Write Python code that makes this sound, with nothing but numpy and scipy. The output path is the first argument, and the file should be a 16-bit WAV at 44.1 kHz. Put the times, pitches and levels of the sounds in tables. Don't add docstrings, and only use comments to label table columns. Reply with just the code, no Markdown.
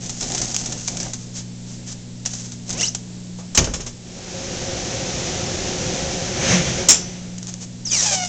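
import sys
import numpy as np
from scipy import signal
from scipy.fft import rfft, irfft
from scipy.io import wavfile
from scipy.ndimage import uniform_filter1d

SR = 44100
rng = np.random.default_rng(int(sys.argv[2]) if len(sys.argv) > 2 else 0)


def dump(signal):
    limited = np.clip(np.atleast_2d(signal).T, -1, 1)
    pcm = np.round(limited * 32767).astype(np.int16)
    wavfile.write(sys.argv[1], SR, pcm)


N = 365148
T = np.arange(N) / SR

# time in seconds, opening from 0 (shut) to 1.
HOOD_OPENING = [(0, 1), (2.95, 0.96), (3.45, 0.32), (3.6, 0), (6.4, 0), (7.05, 0.4), (7.5, .55),
                (7.9, 0.84)]
# hood opening from 0 to 1, relative levels in dB of harmonics 2, 3 and 4.
HUM_LEVELS = [(0, -42.5, -41.5, -49), (.4, -38.5, -33, -49.5), (1, -37, -38.5, -43)]
# frequency in Hz, bandwidth in Hz, relative level in dB.
CHAMBER_MODES = [(181, 25, -41), (363.8, 19, -36.5), (505, 9.8, -42.5), (536.7, 19, -37), (739, 80, -42.5)]
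# start in seconds, hold in seconds, relative level in dB, T60 in seconds.
BOOKLET_PUSHES = [(0, 0.043, -39.5, 0.58), (.21, .22, -34, 0.6), (.6, 0.16, -37.5, 0.29),
                  (.88, .17, -36.5, 0.39), (2.68, 0.1, -37, 0.57)]
FILM_CRINKLES = [(0, 1.01, -34, 1.23), (.2, 0.41, -35.5, 0.18), (2.3, .1, -33, 0.71),
                 (2.66, 0.091, -35.5, .1), (2.77, .1, -25, 0.12), (7.42, 0.089, -43, 0.71),
                 (7.85, 0.069, -33, .1), (7.907, 0.25, -19.5, .09), (8.17, 0.14, -30, .1)]
# start in seconds, peak in dB, resonance in Hz, T60 in seconds.
HOLLOW_KNOCKS = [(1.063, -25.5, 825, 0.047), (3.386, -32, 600, 0.33), (3.672, -21, 1300, 0.016)]
# midpoint in seconds, level in dB, length in seconds.
FILM_SWISHES = [(1.38, -30.5, 0.12), (1.719, -41.5, 0.18), (1.89, -32, 0.074), (1.923, -30.5, 0.042),
                (3.397, -41, 0.064), (7.49, -30.5, .04), (7.629, -32.5, 0.075)]
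# start in seconds, relative level in dB, T60 in seconds.
CREASE_SNAPS = [(0.094, -13.5, 0.061), (0.2076, -9.5, 0.04), (.226, -11, 0.083), (.3195, -10.5, 0.025),
                (0.3484, -8, 0.038), (.377, -12.5, .08), (.416, -9, 0.045), (0.5446, -9, 0.048),
                (.5643, -5.5, 0.018), (.6595, -12, .054), (.723, -15, 0.069), (0.8772, -10, 0.072),
                (.97, -13, 0.046), (1.001, -13.5, 0.083), (1.029, -14.5, .047), (1.1335, -13.5, .073),
                (2.252, -19, 0.2), (2.2593, -4.5, 0.031), (2.3351, -16, .05), (2.5194, -19, 0.038),
                (2.6933, -12.5, .037), (2.704, -11, 0.05), (2.7282, -15.5, .05), (2.81, -7, 0.066),
                (2.9483, -7.5, .041), (7.381, -22, 0.045), (7.4288, -19.5, .015), (7.47, -19, 0.014),
                (7.5395, -12, 0.011)]
# start in seconds, length in seconds, first and last slip rate in Hz,
# relative level in dB, slope of the harmonics in dB per octave.
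PEEL_FRONTS = [(2.746, .07, 469, 783, -32, -2), (2.787, 0.033, 2590, 3250, -29, -2),
               (2.808, .022, 1745, 2270, -29, -4), (2.827, .023, 2630, 3150, -19.5, -2),
               (2.854, .042, 3750, 6700, -24.5, -1), (7.848, 0.058, 7050, 4600, -28, -1),
               (7.898, .063, 3700, 2745, -20, 8), (7.911, 0.051, 2580, 2330, -22.5, 4),
               (7.953, .068, 2386, 1840, -19, 5), (8.04, .235, 900, 709, -24.5, -2.5),
               (8.108, 0.041, 580, 596, -26.5, -5.5)]
# start in seconds, crack level in dB.
HOOD_LANDINGS = [(3.574, -2.5), (3.586, -10.5), (3.642, -17)]
# start in seconds, crack level in dB, relative ring level in dB.
LATCH_CLACKS = [(3.548, -19, -14.5), (3.736, -20.5, -23.5), (3.803, -28, -34), (3.863, -26.5, -29),
                (6.886, -6.5, .5), (6.903, -8.5, -4.5), (6.94, -20.5, -22)]
# frequency in Hz, relative level in dB, T60 in seconds.
STEEL_MODES = [(4140, -13, .15), (4565, -19, .2), (4849, -15, .42), (5226, -11, .22), (5404, -9.5, .18),
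               (5443, -7.5, .44), (5604, -6, .12), (5767, -7, .18), (5944, -23, .85), (6086, -4.5, .23),
               (6531, -7.5, .16), (6654, -6, .14), (6987, -6, .24), (7066, -7, .22), (7406, -6.5, .18),
               (7483, -2, .2), (7665, -7, .16), (8519, -14, .1)]
SWAY_MODES = [(32.7, -19, .55), (53, -4, 0.21), (158, -6, 0.14)]
# frequency in Hz, relative level in dB.
ROOM_SPECTRUM = [(20, -5.5), (45, -9.5), (100, -11.5), (180, -7.5), (330, -13), (600, -20.5), (1200, -32),
                 (3200, -27), (6500, -22.5), (7500, -22), (8700, -43.5)]
AIR_SPECTRUM = [(25, -11), (60, 1), (160, 0.5), (260, -4.5), (440, -10), (720, -9.5), (1070, -19),
                (1300, -16.5), (2800, -14), (4600, -14), (6100, -8), (7200, -12.5), (8700, -37.5)]
GAP_SPECTRUM = [(40, -34), (75, -13), (176, -3.5), (256, -15.5), (440, -19.5), (530, -12), (1000, -24),
                (2300, -16.5), (4700, -23), (6300, -13.5), (8700, -39.5)]
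SLIDE_SPECTRUM = [(20, -1), (40, 5), (80, -7.5), (170, 5), (400, -5.5), (750, -5.5), (1100, -22.5),
                  (2000, -18.5), (4000, -19.5), (8000, -40)]
FILM_SPECTRUM = [(300, -21), (520, -13), (800, -12.5), (1050, -16.5), (2200, -14), (4300, -9.5), (6300, 2),
                 (7400, -2.5), (8700, -24.5)]
SQUEAL_SPECTRUM = [(300, -13), (600, -1.5), (800, -3.5), (1400, -11.5), (2300, -2.5), (3000, -3),
                   (3800, -7.5), (5000, -2), (6000, 5), (7000, -4), (8200, -20)]
CRACK_SPECTRUM = [(100, -11), (400, -2.5), (800, -5), (1500, -6.5), (3200, -1), (4500, -4), (5600, 3.5),
                  (6600, 7.5), (7500, -3), (8500, -19.5)]
THUMP_SPECTRUM = [(15, -15), (30, -3), (52, -2.5), (90, -7), (160, -6), (250, -13), (480, -14), (900, -26),
                  (2000, -33), (5000, -47.5)]


def undb(db):
    return 10 ** (np.asarray(db) / 20)


def unit(x):
    return x / np.sqrt(np.mean(x ** 2) + 1e-18)


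def since(start):
    return np.maximum(T - start, 0)


def fade(t, t60):
    return np.exp(-np.log(1000) * t / t60)


def add(out, start, x):
    i = max(int(start * SR), 0)
    out[i:i + len(x)] += x[:max(N - i, 0)]


def colour(x, spectrum, size=8192):
    hz, db = np.transpose(spectrum)
    bins_hz = np.maximum(np.arange(size // 2 + 1) * SR / size, 1)
    magnitude = unit(undb(np.interp(np.log(bins_hz), np.log(hz), db)))
    cepstrum = irfft(np.log(magnitude))
    cepstrum[1:size // 2] *= 2
    cepstrum[size // 2 + 1:] = 0
    return signal.fftconvolve(x, irfft(np.exp(rfft(cepstrum))))[:len(x)]


def noise(samples=N):
    return rng.standard_normal(samples)


def wander(rate):
    step = int(SR / rate)
    stairs = np.repeat(noise(N // step + 1), step)[:N]
    return unit(uniform_filter1d(uniform_filter1d(stairs, step), step))


def crackle(rate, spread_db):
    size = undb(spread_db * np.minimum(rng.exponential(size=N), 4))
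    return unit((rng.random(N) < rate / SR) * size * np.sign(noise()))


def burst(start, t60, rise=.001):
    out, t = np.zeros(N), T[:SR // 3]
    add(out, start, (1 - np.exp(-t / rise)) * fade(t, t60) * noise(len(t)))
    return out


def ringing(modes):
    t = T[:SR]
    return sum((-1) ** k * undb(db) * fade(t, t60) * np.sin(2 * np.pi * hz * t)
               for k, (hz, db, t60) in enumerate(modes))


def hand_envelope(movements, attack_s=.013):
    return sum(undb(db) * (1 - np.exp(-since(start) / attack_s)) * fade(since(start + hold), t60)
               for start, hold, db, t60 in movements)


def hood_opening():
    return np.interp(T, *np.transpose(HOOD_OPENING))


def reflections(x, t60, wet_db=-11):
    t = T[:SR // 2]
    tail = noise(len(t)) * fade(t, t60) * (t > .003)
    return x + undb(wet_db) * signal.fftconvolve(x, tail / np.linalg.norm(tail))[:N]


def room_noise():
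    return undb(-41 + .51 * wander(5.5)) * colour(noise(), ROOM_SPECTRUM)


def transformer(mains_hz=60):
    opening = hood_opening()
    positions, *levels = np.transpose(HUM_LEVELS)
    hum = np.zeros(N)
    for harmonic, db in enumerate(levels, 2):
        gain = undb(np.interp(opening, positions, db) + 2 + .5 * wander(6))
        hum += gain * np.sin(2 * np.pi * (harmonic * mains_hz * T + rng.random()))
    return hum


def fan(on_s=3.77, off_s=6.802, run_up_s=.54, coast_s=.47, db_per_decade=63):
    speed = np.tanh(since(on_s) / run_up_s) / (1 + since(off_s) / coast_s)
    flow_gain = undb(1.16 + db_per_decade * np.log10(speed + 1e-9))
    air = undb(-27.5 + .47 * wander(14)) * colour(crackle(rate=12000, spread_db=2.5), AIR_SPECTRUM)
    for hz, width, db in CHAMBER_MODES:
        resonator = signal.iirpeak(hz, hz / width, fs=SR)
        air += undb(db) * unit(signal.lfilter(*resonator, noise()))
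    return flow_gain * (air + rim_rush())


def rim_rush(full_opening=.092, surge_s=6.525, surge_width_s=.12):
    leak = undb(-19)
    gap = undb(-10) * np.clip(hood_opening() / full_opening, 0, 1)
    surge = undb(-1) * np.exp(-((T - surge_s) / surge_width_s) ** 2)
    return (leak + gap + surge) * undb(-21 + 1.46 * wander(25)) * colour(noise(), GAP_SPECTRUM)


def hood_boom(peak_s=6.57, rise_s=.039, t60=.63, first_hz=178, last_hz=120.5, sink_s=.086):
    swell = np.exp(np.minimum(T - peak_s, 0) / rise_s) * fade(since(peak_s), t60)
    gain = swell * undb(-15.5 + 1.7 * wander(49.5))
    hz = last_hz + (first_hz - last_hz) * np.exp(-(since(peak_s) / sink_s) ** 2)
    hz *= 1 + .0385 * wander(60)
    return gain * np.sin(2 * np.pi * np.cumsum(hz) / SR)


def tray(knock_q=3.1):
    gain = hand_envelope(BOOKLET_PUSHES) * undb(2.5 + 1.2 * wander(30))
    out = gain * colour(crackle(rate=1400, spread_db=2.5), SLIDE_SPECTRUM)
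    for start, db, hz, t60 in HOLLOW_KNOCKS:
        impact = burst(start, t60, rise=.00019) + 1e-18
        hollow = signal.lfilter(*signal.iirpeak(hz, knock_q, fs=SR), impact)
        out += undb(db) * hollow / np.abs(hollow).max()
    return out


def film():
    gain = hand_envelope(FILM_CRINKLES) * undb(-.5 + 1.5 * wander(110))
    out = gain * crackle(rate=4000, spread_db=3)
    for middle, db, length in FILM_SWISHES:
        swell = np.hanning(int(length * SR))
        add(out, middle - length / 2, undb(db) * swell * noise(len(swell)))
    grain = unit(undb(2.5 * wander(900)))
    for start, db, t60 in CREASE_SNAPS:
        click = undb(-1) * burst(start, t60=.0046, rise=.0001)
        avalanche = undb(-6.5) * grain * burst(start, t60)
        out += undb(db) * (click + avalanche)
    return colour(out, FILM_SPECTRUM)


def peeling(jitter=.018, flutter_db=3, settle=1.9, harmonics=12, top_hz=8700):
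    out = np.zeros(N)
    for start, length, first_hz, last_hz, db, tilt_db in PEEL_FRONTS:
        samples = int(length * SR)
        progress = np.linspace(0, 1, samples)
        glide = progress if last_hz > first_hz else np.expm1(-settle * progress) / np.expm1(-settle)
        unevenness = unit(uniform_filter1d(noise(samples), 40))
        flutter = unit(uniform_filter1d(noise(samples), 150))
        slip_hz = first_hz * (last_hz / first_hz) ** glide * (1 + jitter * unevenness)
        phase = 2 * np.pi * np.cumsum(slip_hz) / SR
        slips = sum(undb(tilt_db * np.log2(k)) * np.cos(k * (phase + k)) * (k * slip_hz < top_hz)
                    for k in range(1, harmonics + 1))
        envelope = undb(db - 6.5 + flutter_db * flutter) * signal.windows.tukey(samples, .21)
        add(out, start, envelope * unit(slips))
    return colour(out, SQUEAL_SPECTRUM)


def hood_clacks(landing_t60=.074, latch_t60=.135, rebound_s=3.611, gap_s=.061, loss_db=3.5):
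    crack, ring, thump = np.zeros((3, N))
    steel, sway = ringing(STEEL_MODES), ringing(SWAY_MODES)
    landings = [(start, db, db - 21, landing_t60) for start, db in HOOD_LANDINGS]
    latchings = [(*row, latch_t60) for row in LATCH_CLACKS]
    for start, crack_db, ring_db, t60 in landings + latchings:
        crack += undb(crack_db) * burst(start, t60, rise=.0013)
        add(ring, start, undb(ring_db - 6.5) * steel)
    landing_thumps = [(start, db - 11) for start, db in HOOD_LANDINGS]
    rebounds = [(rebound_s + k * gap_s, -18 - k * loss_db) for k in range(5)]
    for start, db in landing_thumps + rebounds:
        thump += undb(db) * burst(start, t60=.24, rise=.00091)
        add(ring, start, undb(db - 2) * sway)
    impacts = colour(crack, CRACK_SPECTRUM) + colour(thump, THUMP_SPECTRUM)
    return reflections(impacts, t60=.39) + ring


def scene():
    handling = reflections(film() + tray() + peeling(), t60=.24)
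    return (handling + hood_clacks() + fan() + hood_boom() + transformer() + room_noise())[None]


def record(dry, mic_hz=8700, ceiling=.77, top_hz=16000):
    heard = signal.sosfilt(signal.cheby1(12, .3, mic_hz, fs=SR, output="sos"), dry)
    clipped = np.clip(heard, -ceiling, ceiling)
    return signal.fftconvolve(clipped, signal.firwin(255, top_hz, fs=SR)[None], mode="same")


dry = scene()
out = record(dry)
dump(out)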